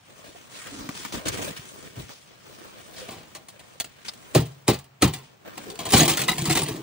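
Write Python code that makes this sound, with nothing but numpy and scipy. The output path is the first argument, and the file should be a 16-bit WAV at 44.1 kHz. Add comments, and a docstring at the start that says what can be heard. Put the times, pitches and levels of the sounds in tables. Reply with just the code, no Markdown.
"""Breaking the ice on a stock trough

Outdoors in snow, a gloved hand reaches through a steel gate to a plastic trough, its sleeve close to the microphone.
Cloth hisses and rubs (random slips, filtered) and the rails tap and bump; the ice ticks under a first push.
Three punches make the sheet boom on the water (decaying modes, a falling thud); a fourth blow comes as it gives way.
Plates crack, crumble and clink (fracture clicks, ringing shards) while water sloshes up (swarms of bubbles).
"""
import sys
import numpy as np
from scipy import signal
from scipy.fft import rfft, irfft, next_fast_len
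from scipy.io import wavfile

SR = 44100
rng = np.random.default_rng(int(sys.argv[2]) if len(sys.argv) > 2 else 0)


def int16_out(signal):
    """Quantize to a 16-bit WAV file."""
    q = np.round(np.clip(np.atleast_2d(signal).T, -1, 1) * 32767)
    wavfile.write(sys.argv[1], SR, q.astype(np.int16))


N = 300762
TIME = np.arange(N) / SR   # s

# Table levels are relative: each source trims them as it is mixed.

# Two-port microphone: sound reaches the left port later by this lag; top of its range
PORT_LAG_S, CUTOFF_HZ = 4.25e-5, 15650
# Sound scattered by trough walls and body, against the direct sound: (pitch_hz, level_db)
SCATTER_SPECTRUM = [(100, -48.5), (300, -8), (700, 7.5), (2000, -2), (5000, 4.5), (8000, -2),
                    (12000, -20.5), (15500, 11.5)]
# The yard's faint tail
YARD_DB, YARD_T60_S = -21.5, 0.35

# Still air of the yard: (pitch_hz, level_db per Hz)
AIR_SPECTRUM = [(25, -18), (130, 18.5), (400, -8), (700, -15), (1200, -13), (2500, -13), (5000, -27),
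                (9000, -22), (15500, -30)]
AIR_DB, AIR_WIDE_DB = -62, 14   # overall, and the diffuse part against the shared part

# Sleeve and glove rubbing close to the microphone, as curves: (time_s, dull_rub_db, fibre_hiss_db)
# The arm reaches in
REACH_CURVE = [(0.0, -91, -73), (0.1, -61, -67.5), (0.3, -60.5, -60.5), (0.49, -64.5, -64.5),
               (0.56, -59, -52.5), (0.8, -63, -58), (1.37, -52, -63), (1.61, -59, -56.5),
               (1.98, -56.5, -62), (2.16, -68.5, -60.5), (2.35, -63.5, -69)]
# The sleeve rubs softly and evenly between reaching and working
EVEN_RUB_CURVE = [(2.5, -58, -62), (2.92, -58, -62)]
# The arm works on the ice
LEAN_CURVE = [(2.99, -54.5, -54), (3.16, -59.5, -64), (3.42, -64.5, -69.5), (3.89, -67, -67),
              (4.3, -59.5, -60.5), (4.6, -67.5, -69.5), (4.93, -85, -105), (5.25, -66.5, -63.5),
              (5.37, -70.5, -81), (5.49, -62.5, -70), (5.6, -59.5, -63)]
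# Strokes of glove and sleeve against the gate: (start_s, length_s, hiss_db, rub_db)
BRUSH_STROKES = [(0.243, 0.049, -60, -55), (0.657, 0.33, -60, -45), (0.949, 0.12, -44.5, -54),
                 (1.122, 0.077, -42.5, -35), (1.253, 0.055, -37.5, -33), (1.317, 0.052, -39, -35),
                 (1.371, 0.04, -41, -32), (1.412, 0.096, -39.5, -34.5), (1.563, 0.021, -46, -43),
                 (1.954, 0.099, -58.5, -44), (2.091, 0.045, -59, -42), (4.048, 0.044, -47.5, -48),
                 (5.447, 0.12, -80, -46), (5.632, 0.076, -70, -42.5)]
# Dull rub of cloth: (pitch_hz, level_db per Hz)
RUB_SPECTRUM = [(25, -9), (70, 1), (130, 0), (280, 2.5), (450, -3.5), (600, -11), (800, -20), (1200, -13),
                (1800, -13.5), (5000, -28)]
# Fine hiss of fibres: (pitch_hz, level_db per Hz)
FIBRE_SPECTRUM = [(400, -36), (900, -9), (1500, -1), (2400, 2.5), (3100, -0.5), (4800, -6), (7800, -1.5),
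                  (10000, 7), (12000, -26), (15500, -15)]
FOLDS_DB = 2.0       # depth of the flutter as folds of cloth catch and pass
STROKE_RISE = 0.028  # share of a stroke's length that it takes to build up

# Arm bumping and dragging on the hollow gate rails: (start_s, length_s, level_db, pitch_hz)
RAIL_BUMPS = [(0.276, 0.027, -48.5, 328), (0.347, 0.014, -48, 590), (0.706, 0.21, -43.5, 285),
              (0.807, 0.011, -35, 230), (0.891, 0.011, -31.5, 300), (0.995, 0.039, -47, 297),
              (1.056, 0.021, -46, 236), (1.137, 0.026, -31, 322), (1.169, 0.028, -35, 246),
              (1.259, 0.029, -30.5, 266), (1.283, 0.081, -37, 100), (1.334, 0.027, -38.5, 417),
              (1.383, 0.041, -35, 252), (1.385, 0.028, -43.5, 520), (1.41, 0.097, -41.5, 147),
              (1.492, 0.03, -37, 221), (1.591, 0.015, -38, 130), (1.788, 0.0093, -41, 278),
              (1.966, 0.08, -37.5, 127), (1.969, 0.029, -45, 292), (5.571, 0.088, -47, 263),
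              (5.657, 0.1, -42, 396)]
# Knuckles tapping the gate rail: (start_s, level_db, t60_s)
RAIL_TAPS = [(0.89, -15.5, 0.014), (1.049, -18, 0.032), (1.124, -24.5, 0.015), (2.093, -26.5, 0.013)]
# Rubber glove skidding on rail and ice: (start_s, length_s, level_db, pitch_hz)
GLOVE_SKIDS = [(1.282, 0.0095, -28, 8300), (2.961, 0.052, -55, 4620), (4.082, 0.014, -39, 4560),
               (5.61, 0.0085, -52, 2700)]
# Colour of a tapped rail: (pitch_hz, level_db per Hz)
RAIL_SPECTRUM = [(80, -17), (250, 10.5), (550, -15), (950, 2.5), (1400, -1), (2000, 0.5), (4000, -13),
                 (9000, -7.5), (15500, -11)]

# Large air pockets gulping under the plates: (start_s, level_db, starting pitch_hz)
AIR_GULPS = [(3.017, -28, 508), (6.392, -19, 150), (6.422, -14.5, 150), (6.424, -24, 331),
             (6.482, -14, 153), (6.503, -11.5, 327), (6.51, -12.5, 146), (6.564, -24, 171),
             (6.629, -18.5, 142), (6.688, -26.5, 430), (6.714, -23, 130)]

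# Single cracks under the pressing hand and among loose plates: (start_s, level_db, t60_s, clack_db)
# clack_db is the plate's dull clack against its crack
ICE_CRACKS = [(3.087, -36, 0.037, 3.5), (3.108, -35, 0.24, -6.5), (3.233, -46.5, 0.022, 1),
              (3.35, -30, 0.11, -17), (3.485, -32.5, 0.078, -29), (3.594, -39, 0.11, -15),
              (3.8, -14, 0.054, -41.5), (3.844, -30.5, 0.086, -19.5), (4.085, -32.5, 0.071, -20),
              (4.136, -36.5, 0.038, -28), (5.136, -24.5, 0.16, -17), (5.554, -43, 0.069, -6),
              (5.578, -26, 0.032, -8.5), (5.64, -46, 0.032, -6), (5.701, -28.5, 0.083, -17.5),
              (5.756, -32.5, 0.022, -14), (5.79, -26, 0.19, -9), (5.854, -22.5, 0.12, -9.5),
              (5.889, -24.5, 0.091, -29), (5.905, -17.5, 0.06, -26), (5.922, -13, 0.042, -16),
              (6.011, -13, 0.13, -16.5), (6.056, -13, 0.046, -19), (6.096, -11.5, 0.098, -23),
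              (6.136, -19, 0.04, -22), (6.172, -14.5, 0.074, -38), (6.192, -17, 0.063, -17),
              (6.217, -15, 0.038, -18), (6.237, -20.5, 0.049, -22), (6.294, -16, 0.052, -8),
              (6.318, -19, 0.035, -29), (6.382, -18, 0.035, -28), (6.391, -20, 0.02, -27),
              (6.42, -20.5, 0.029, -25), (6.455, -18, 0.094, -11.5), (6.474, -23, 0.074, -12),
              (6.509, -19, 0.017, -6), (6.527, -14.5, 0.052, -26), (6.572, -11.5, 0.052, -22),
              (6.589, -16, 0.054, -15), (6.619, -16.5, 0.02, -8.5), (6.635, -21.5, 0.027, -20)]
# Splitting ice: (pitch_hz, level_db per Hz)
FRACTURE_SPECTRUM = [(40, -11), (200, -7.5), (700, -2.5), (1200, -25), (1600, 3), (2700, 3.5), (4000, 1),
                     (5000, -1.5), (6800, 2), (9500, 7.5), (12000, -7), (15500, -6)]
# Dull clack of a plate: (pitch_hz, level_db per Hz)
CLACK_SPECTRUM = [(25, -50.5), (60, 0), (150, 5), (350, 2), (550, -0.5), (750, -5.5), (950, -4),
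                  (1300, -10.5), (3000, -8.5), (8000, -25.5)]
# Before a crack the plate starts to give: time to grow by 60 dB, level before its trims
GIVE_S, GIVE_DB = 0.025, -3.5
# First split and its single sharpest click
SNAP_DB, SNAP_T60_S, CLICK_DB = 6, 0.011, 16

# Blows that set the whole sheet moving: (start_s, crack_db, boom_db, knock_db, sheet_lag_s, thud_db,
# thud_start_hz, ring_length (share of usual), node_hz (mode with a node under the fist), plate_hz)
ICE_PUNCHES = [(4.349, -10, -1, -6, 0.0046, -16.5, 608, 0.92, 232, 399),
               (4.68, -9, -6, -7.5, 0.002, -14.5, 656, 0.83, 172, 351),
               (5.022, -7, -2.5, -8, 0.0055, -14, 401, 0.8, 477, 297),
               (5.932, -9.5, 0.5, -11, 0.00703, -17, 559, 0.58, 318, 231)]
# Modes of the ice sheet on the water: (pitch_hz, level_db, t60_s before ring_length)
SHEET_MODES = [(83.4, -17.5, 0.3), (118.9, -5.5, 0.27), (136, -21.5, 0.66), (152.7, -9.5, 0.34),
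               (221.4, 2, 0.074), (300, -8.5, 0.16), (366.5, -5.5, 0.18), (413, -11.5, 0.23),
               (458, -11.5, 0.23), (542, -1, 0.078), (663, -10, 0.07), (800, -19, 0.05), (904, -9.5, 0.074),
               (1170, -25, 0.097)]
PUNCH_T60_S, PUNCH_CLACK_DB = 0.077, -9
# The fist drives on and splits the ice again
FOLLOW_S, FOLLOW_DB, FOLLOW_CLACK_DB = 0.018, -9.5, -13
# Then the sheet rocks, and its edges tick ever more softly
ROCK_S, ROCK_DB, ROCK_LOSS_DB, ROCK_CLACK_DB = 0.054, -16.5, 10, -17.5
TICK_T60_S = 0.095   # small cracks that follow a punch
# Short bending waves arrive first, so the thud falls in pitch
THUD_LOW_HZ, THUD_GLIDE_S, THUD_T60_S, THUD_WIDTH_HZ = 130, 0.01784, 0.18, 111
NODE_DB, NODE_WIDTH = -13, 0.17   # a mode struck on its node hardly sounds; width as a share of its pitch
# The plate right under the fist, its t60 before ring_length; its pitch sinks from blow to blow
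PLATE_DB, PLATE_T60_S = -14.5, 0.14

# Plates breaking off into the water: (start_s, crack_db, crumble_db, length_s, slosh_db)
PLATE_BREAKS = [(5.922, -20, -34, 0.005, -44), (5.935, -8, -20, 0.0068, -20),
                (5.963, -10.5, -23.5, 0.022, -25), (5.994, -11, -21, 0.03, -18.5),
                (6.079, -11, -28.5, 0.048, -33.5), (6.203, -20.5, -43, 0.023, -37),
                (6.281, -16.5, -28, 0.0064, -35), (6.497, -15.5, -26.5, 0.014, -36),
                (6.553, -13, -32, 0.058, -33.5), (6.684, -23.5, -41.5, 0.034, -37)]
BREAK_T60_S, BREAK_CLACK_DB = 0.11, -16
CRUMBLE_ATTACK_S, CRUMBLE_T60_S = 0.0028, 0.11
SLOSH_ATTACK_S, SLOSH_T60_S = 0.0039, 0.25
# Loose ice keeps grinding and water keeps lapping while the hand stirs
STIR_START_S, STIR_ATTACK_S, STIR_HOLD_S = 5.91, 0.013, 0.806
GRIND_DB, GRIND_T60_S, LAP_DB, LAP_T60_S = -42, 0.29, -39, 4.3
# Hollow tones of the water in the trough: (pitch_hz, level_db per Hz)
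HOLLOW_SPECTRUM = [(40, -21), (95, -11), (150, 9), (240, -2.5), (335, 6.5), (480, -11), (660, -7),
                   (760, -19), (890, -8.5), (1500, -24.5), (5000, -29)]
JOSTLE_PER_S, JOSTLE_DB = 110, -46

# Thick plates clattering as they break free: (start_s, level_db, lowest pitch_hz)
FREED_CHUNKS = [(5.934, -14, 781), (5.963, -17, 1144), (6.006, -21, 881), (6.094, -30, 1086),
                (6.215, -30, 1500), (6.285, -14, 1008), (6.316, -27, 1018), (6.5, -20.5, 1083),
                (6.57, -25, 938)]
# Modes of such a plate: (multiple of its lowest pitch, level_db)
CHUNK_MODE_SERIES = [(1, -6.5), (1.27, -4.5), (1.99, 0), (2.85, -3.5), (3.82, 0)]
CHUNK_T60_S, CHATTER_T60_S = .055, .025

# Loose shards that ring out: (start_s, level_db, pitch_hz)
SHARD_CLINKS = [(5.994, -12.5, 3970), (6.0054, -8, 6620), (6.008, -17, 6700), (6.043, -24, 2900),
                (6.096, -29, 2650), (6.139, -22, 3160), (6.2362, -32, 3830), (6.315, -22, 3790),
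                (6.331, -24, 2040), (6.405, -29, 2340), (6.457, -29, 4560), (6.5, -27, 4300),
                (6.571, -21, 3770), (6.621, -20, 9330), (6.633, -16, 8800), (6.66, -33, 4320)]
PAIR_RATIO = 1.035   # upper mode of a shard's close pair, against the lower


def from_db(db):
    """Decibels to gain."""
    return 10 ** (np.asarray(db) / 20)


def rms_one(x):
    """Scale a sound to an rms of 1."""
    return x / np.sqrt(np.mean(x ** 2) + 1e-20)


def gains(rows):
    """The dB columns of a curve as gains at every sample."""
    s, *columns = np.transpose(rows)
    return [from_db(np.interp(TIME, s, column)) for column in columns]


def add(track, s, sound):
    """Lay a sound into a track at a given time."""
    start = round(s * SR)
    track[start:start + len(sound)] += sound[:N - start]


def fade(t60):
    """An exponential decay, half a second long."""
    return from_db(-60 * TIME[:SR // 2] / max(t60, .003))


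def tint(x, spectrum, keep_power=True):
    """Causal (minimum-phase) filter with the given spectrum."""
    size = 4096
    hz, db = np.transpose(spectrum)
    grid = np.maximum(np.fft.rfftfreq(size, 1 / SR), 1)
    gain = from_db(np.interp(np.log(grid), np.log(hz), db))
    if keep_power:
        gain = rms_one(gain)
    # folding the cepstrum onto positive times gives minimum phase
    cepstrum = irfft(np.log(gain))
    cepstrum[1:size // 2] *= 2
    cepstrum[size // 2 + 1:] = 0
    impulse = irfft(np.exp(rfft(cepstrum)))
    return signal.oaconvolve(x, impulse)[:len(x)]


def ring(x, hz, t60):
    """A two-pole resonator: a unit click sets a sine of height 1 ringing."""
    r = from_db(-60 / (max(t60, .001) * SR))
    w = 2 * np.pi * hz / SR
    return signal.lfilter([0, np.sin(w)], [1, -2 * r * np.cos(w), r * r], x + 1e-18)


def grains(per_s, spread_db, size=N):
    """Random clicks of exponentially spread dB sizes and either sign; rms 1."""
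    sizes = from_db(spread_db * np.minimum(rng.exponential(1, size), 4))
    signs = rng.choice([-1, 1], size)
    struck = rng.random(size) < per_s / SR
    return rms_one(sizes * signs * struck)


def flutter(per_s, depth_db, size=N):
    """A gain that wanders at random about 1."""
    wander = np.interp(TIME[:size] * per_s, np.arange(4000), rng.standard_normal(4000))
    return from_db(depth_db * wander)


def swarm(clicks, low_hz, high_hz, cycles, count=24):
    """Each click rings one of many small resonators for some cycles; rms 1."""
    dealt = rng.integers(0, count, len(clicks))
    pitches = np.geomspace(low_hz, high_hz, count)
    return rms_one(sum(ring(clicks * (dealt == k), hz, cycles / hz) for k, hz in enumerate(pitches)))


def burst(t60, per_s, spread_db):
    """A run of tiny slips or fractures that builds within a millisecond and dies away."""
    whole = fade(t60)
    n = min(len(whole), round(1.5 * max(t60, .003) * SR))
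    envelope = whole[:n] * (1 - np.exp(-TIME[:n] / .0007))
    run = grains(per_s, spread_db, size=n) * envelope
    # the energy of the envelope, however the clicks fall
    run = run * np.sqrt(np.sum(envelope ** 2) / (np.sum(run ** 2) + 1e-20))
    return np.pad(run, (0, len(whole) - n))


def stroke(length):
    """A sliding contact builds up, holds, and lets go; one second long."""
    progress = TIME[:SR] / max(length, .003)
    return (1 - np.exp(-progress / STROKE_RISE)) * np.exp(-np.minimum(progress, 3) ** 4)


def swell(since, attack, hold, t60):
    """A gain that rises, holds and dies away, given the time since its start."""
    t = np.maximum(since, 0)
    return (1 - np.exp(-t / attack)) * from_db(-60 * np.clip((t - hold) / t60, 0, 3))


def shifting(x, per_s, depth_db, count=16):
    """Each band swells and fades on its own, so that the colour of a sound keeps moving."""
    n = x.shape[-1]
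    size = next_fast_len(n)
    log_hz = np.log(np.fft.rfftfreq(size, 1 / SR) + 1)
    place = np.interp(log_hz, np.log([120, 14000]), [0, count - 1])
    spectrum = rfft(x, size)
    total = 0
    for k in range(count):
        overlap = np.maximum(1 - abs(place - k), 0)   # neighbouring bands cross over
        band = irfft(spectrum * overlap, size)[..., :n]
        total = total + band * flutter(per_s, depth_db, size=n)
    return total


def at_ports(x, scatter_db, t60, count=5):
    """The left port hears the direct sound later; near reflections change as hand and ice move."""
    size = next_fast_len(N + SR // 2)
    lag = np.exp(-2j * np.pi * np.fft.rfftfreq(size, 1 / SR) * PORT_LAG_S)
    left = irfft(rfft(x, size) * lag, size)[:N]
    out = np.array([left, x])
    scattered = from_db(scatter_db) * tint(x, SCATTER_SPECTRUM, keep_power=False)
    decay = fade(t60)[:int(t60 * SR) + 2]
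    moments = TIME[::SR // 25]
    path = np.cumsum(rng.integers(1, max(count, 2), len(moments))) % count
    for k in range(count):
        share = np.sqrt(np.interp(TIME, moments, path == k))   # one set of paths hands over to the next
        echoes = rng.standard_normal((2, len(decay))) * decay / np.sqrt(np.sum(decay ** 2))
        out += signal.oaconvolve((scattered * share)[None], echoes, axes=1)[:, :N]
    return out


def air():
    """The faint, even hush of the yard: filtered noise, mostly different at each port."""
    shared, left, right = [tint(rng.standard_normal(N), AIR_SPECTRUM) for _ in range(3)]
    diffuse = np.array([tint(port, SCATTER_SPECTRUM, keep_power=False) for port in (left, right)])
    return from_db(AIR_DB) * (shared + from_db(AIR_WIDE_DB) * diffuse)


def cloth_patch(rub, hiss):
    """One patch of cloth sticking and slipping: a lumpy rub and a fine hiss of fibres."""
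    dull = tint(rub * grains(per_s=2500, spread_db=5.0), RUB_SPECTRUM)
    fine = tint(hiss * grains(per_s=5000, spread_db=2.0), FIBRE_SPECTRUM)
    return dull + fine


def sleeve():
    """Cloth slips over the rails close to the microphone, too wide a patch to sound alike at both ports."""
    rub, hiss = gains(np.vstack([REACH_CURVE, EVEN_RUB_CURVE, LEAN_CURVE]))
    for s, length, hiss_db, rub_db in BRUSH_STROKES:
        add(hiss, s, from_db(hiss_db - 6.0) * stroke(length))
        add(rub, s, from_db(rub_db - 13.5) * stroke(length))
    rub = rub * flutter(per_s=230, depth_db=2.0)
    hiss = hiss * flutter(per_s=210, depth_db=1.95)
    folds = flutter(per_s=21, depth_db=FOLDS_DB)
    rub, hiss = rub * folds, hiss * np.sqrt(folds)
    direct, left, right = [cloth_patch(rub, hiss) for _ in range(3)]
    wide = np.array([tint(port, SCATTER_SPECTRUM, keep_power=False) for port in (left, right)])
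    # air pushed between the ports, in opposite senses
    draught = from_db(3.5) * tint(rub * grains(per_s=3000, spread_db=1.5), RUB_SPECTRUM)
    cloth = at_ports(direct, scatter_db=7.5, t60=0.032, count=4)
    cloth = cloth + from_db(8.5) * wide + draught * [[1], [-1]]
    return shifting(cloth, per_s=16, depth_db=2.0, count=10)


def glove():
    """Short taps on the rail, soft hollow bumps, and skids: fast slips that sound in one broad resonance."""
    taps, bumps, skids = np.zeros((3, N))
    for s, length, db, hz in RAIL_BUMPS:
        hollow = rms_one(ring(rng.standard_normal(SR), hz, 9.5 / hz))
        add(bumps, s, from_db(db) * hollow * stroke(length))
    for s, db, t60 in RAIL_TAPS:
        add(taps, s, from_db(db - 5.0) * burst(t60, per_s=3400, spread_db=7.0))
    for s, length, db, hz in GLOVE_SKIDS:
        slips = rms_one(ring(rng.standard_normal(SR), hz, 9 / hz))
        add(skids, s, from_db(db + 6.0) * slips * stroke(length))
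    return tint(taps, RAIL_SPECTRUM) + bumps + skids


def gulps():
    """An air pocket rings for some cycles, its pitch rising a little as it comes up."""
    out, t = np.zeros(N), TIME[:SR // 2]
    for s, db, hz in AIR_GULPS:
        tone = np.sin(2 * np.pi * hz * t * (1 + 0.19 * t))
        add(out, s, from_db(db - 3.0) * tone * (1 - np.exp(-t / 0.0012)) * fade(0.11))
    return out


def fractures(count=3):
    """Every crack, from pressing, punching, rocking and breaking: (start_s, level_db, t60_s, clack_db)."""
    rows = list(ICE_CRACKS) + [(s, db, BREAK_T60_S, BREAK_CLACK_DB) for s, db, *_ in PLATE_BREAKS]
    for s, db, *_ in ICE_PUNCHES:
        rows.append((s, db, PUNCH_T60_S, PUNCH_CLACK_DB))
        rows.append((s + FOLLOW_S, db + FOLLOW_DB, TICK_T60_S, FOLLOW_CLACK_DB))
        for k in range(count):
            tick_db = db + ROCK_DB - ROCK_LOSS_DB * k
            rows.append((s + ROCK_S * (k + 1), tick_db, TICK_T60_S, ROCK_CLACK_DB))
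    return rows


def cracks():
    """A growing crunch, a sharp snap and a run of tiny fractures; each plate clacks and rings."""
    snaps, clacks, plates = np.zeros((3, N))
    for s, db, t60, clack_db in fractures():
        snap = from_db(SNAP_DB) * burst(SNAP_T60_S, per_s=17000, spread_db=3.5)
        snap[:2] += from_db(CLICK_DB) * np.array([1, -1])
        run = from_db(db - 7.0) * (snap + burst(t60, per_s=3000, spread_db=4.5))
        pitches = 1100 * 7 ** rng.random(12)   # each plate has pitches of its own
        modes = sum(ring(run, hz, 45 / hz) for hz in pitches)
        # a reversed burst grows up to the moment of the crack
        give = from_db(db + clack_db + GIVE_DB) * burst(GIVE_S, per_s=5000, spread_db=-1)[::-1]
        give_s = s - len(give) / SR
        add(snaps, give_s, from_db(-10.0) * give)
        add(clacks, give_s, from_db(-6.5) * give)
        add(snaps, s, run)
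        add(plates, s, from_db(-12.5) * rms_one(modes) * np.std(run))
        add(clacks, s, from_db(db + clack_db) * burst(2.35 * t60, per_s=3000, spread_db=1.5))
    return tint(snaps, FRACTURE_SPECTRUM) + plates + tint(clacks, CLACK_SPECTRUM)


def thud(start_hz):
    """The rough bending of the sheet under the fist: a broad resonance that slides down."""
    t = TIME[:SR // 2]
    pitch = THUD_LOW_HZ + (start_hz - THUD_LOW_HZ) * np.exp(-t / THUD_GLIDE_S)
    angle = 2 * np.pi * np.cumsum(pitch) / SR
    lowpass = signal.butter(2, THUD_WIDTH_HZ, fs=SR, output="sos")
    rough = signal.sosfilt(lowpass, rng.standard_normal((2, len(t))))
    envelope = fade(THUD_T60_S) * (1 - np.exp(-t / 0.0013))
    sound = (rough[0] * np.sin(angle) + rough[1] * np.cos(angle)) * envelope
    return rms_one(sound) * np.sqrt(np.mean(envelope ** 2))


def sheet():
    """The fist knocks the sheet's modes, which waver as plates rock, and the plate under it, with a thud."""
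    out, t = np.zeros(N), TIME[:SR // 2]
    for s, _, boom_db, knock_db, lag, thud_db, thud_hz, ring_length, node_hz, plate_hz in ICE_PUNCHES:
        for hz, mode_db, t60 in SHEET_MODES:
            detune, strength, phase = rng.standard_normal(3)
            build = 1 - np.exp(-(t * hz / 0.81) ** 2)   # a mode takes a cycle or so to build up
            level = mode_db + (boom_db if hz < 260 else knock_db) + 1.0 * strength - 6
            level += NODE_DB * np.exp(-(np.log(hz / node_hz) / NODE_WIDTH) ** 2)
            waver = flutter(per_s=58, depth_db=1.5, size=len(t))
            tone = np.sin(2 * np.pi * (hz * (1 + 0.026 * detune) * t + phase))
            add(out, s + lag, from_db(level) * build * waver * fade(t60 * ring_length) * tone)
        plate = (1 - np.exp(-t * plate_hz)) * np.sin(2 * np.pi * plate_hz * t)
        add(out, s + lag, from_db(PLATE_DB) * plate * fade(PLATE_T60_S * ring_length))
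        add(out, s + lag, from_db(thud_db) * thud(thud_hz))
    return out


def churn(t):
    """How hard ice crumbles and water sloshes: a surge at every break, over the steady stirring."""
    stirred = t - STIR_START_S
    crackle = from_db(GRIND_DB) * swell(stirred, STIR_ATTACK_S, STIR_HOLD_S, GRIND_T60_S)
    slosh = from_db(LAP_DB) * swell(stirred, STIR_ATTACK_S, STIR_HOLD_S, LAP_T60_S)
    for s, _, crumble_db, length, slosh_db in PLATE_BREAKS:
        crumble_surge = from_db(crumble_db) * swell(t - s, CRUMBLE_ATTACK_S, length, CRUMBLE_T60_S)
        slosh_surge = from_db(slosh_db) * swell(t - s, SLOSH_ATTACK_S, length, SLOSH_T60_S)
        crackle = np.hypot(crackle, crumble_surge)
        slosh = np.hypot(slosh, slosh_surge)
    return crackle, slosh


def collapse():
    """Plates grind into ringing crumbs, while water folds over them in bubbles and splashes."""
    start = round(5.7 * SR)   # shortly before the first break
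    n = N - start
    crackle, slosh = churn(TIME[start:])
    crumbs = grains(per_s=800, spread_db=3.5, size=n) * flutter(per_s=47, depth_db=2.5, size=n)
    tinkle = swarm(grains(per_s=1300, spread_db=4.0, size=n), 1694, 9030, cycles=46, count=70)
    ice = from_db(0.5) * tint(crumbs, FRACTURE_SPECTRUM) + from_db(-8.5) * tinkle
    ice = shifting(ice, per_s=70, depth_db=2.5)
    bubbles = swarm(grains(per_s=330, spread_db=1.5, size=n), 126, 539, cycles=36.0)
    splash = swarm(grains(per_s=1000, spread_db=4.0, size=n), 660, 3500, cycles=13, count=40)
    surge = tint(grains(per_s=1800, spread_db=2.5, size=n), HOLLOW_SPECTRUM)
    bright = crackle * (ice + from_db(-17.5) * splash)
    deep = slosh * (from_db(-7) * bubbles + from_db(0.5) * surge)
    return np.pad(bright + deep, (start, 0))


def jostle():
    """Loose shards of all sizes knock together, each with a short bright click."""
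    start = round(STIR_START_S * SR)
    clicks = grains(per_s=JOSTLE_PER_S, spread_db=3.0, size=N - start)
    knocks = swarm(clicks, 2200, 13000, cycles=6.1, count=20)
    stirring = swell(TIME[start:] - STIR_START_S, STIR_ATTACK_S, STIR_HOLD_S, GRIND_T60_S)
    return np.pad(from_db(JOSTLE_DB) * knocks * stirring, (start, 0))


def chunks():
    """A freed plate is struck once, chatters briefly against its neighbours and rings in its few modes."""
    out = np.zeros(N)
    for s, db, hz in FREED_CHUNKS:
        chatter = burst(CHATTER_T60_S, per_s=390, spread_db=5.5)
        chatter[0] += np.abs(chatter).max()
        for multiple, mode_db in CHUNK_MODE_SERIES:
            mode = ring(chatter, hz * multiple, CHUNK_T60_S)
            add(out, s, from_db(db + mode_db - 5.5) * mode / np.abs(mode).max())
    return out


def clinks():
    """A free shard rings with a close pair of modes."""
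    out, t = np.zeros(N), TIME[:SR // 2]
    for s, db, hz in SHARD_CLINKS:
        pair = np.sin(2 * np.pi * hz * t) + 0.23 * np.sin(2 * np.pi * hz * PAIR_RATIO * t)
        add(out, s, from_db(db - 2) * pair * fade(0.027))
    return out


def scene():
    """Everything in the trough shares its reflections; the yard adds a faint tail and still air."""
    ice = sheet() + cracks() + chunks() + clinks()
    water = collapse() + jostle() + gulps()   # with the loose ice in it
    trough = at_ports(ice + water, scatter_db=-2.0, t60=0.044)
    yard = from_db(YARD_DB) * at_ports(trough[1], scatter_db=-2, t60=YARD_T60_S, count=1)
    arm = sleeve() + at_ports(glove(), scatter_db=-2.0, t60=0.035, count=1)
    # both are a little louder on the left
    return (trough + yard) * from_db([[.5], [-.5]]) + arm * from_db([[.7], [-.7]]) + air()


def record(dry):
    """The microphone drops the deepest bass, rounds the highest peaks and cuts the top."""
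    x = signal.sosfilt(signal.butter(2, 38, "high", fs=SR, output="sos"), dry)
    x = .82 * np.tanh(x / .82)
    return signal.sosfilt(signal.ellip(12, .2, 80, CUTOFF_HZ, fs=SR, output="sos"), x)


dry = scene()
out = record(dry)
int16_out(out)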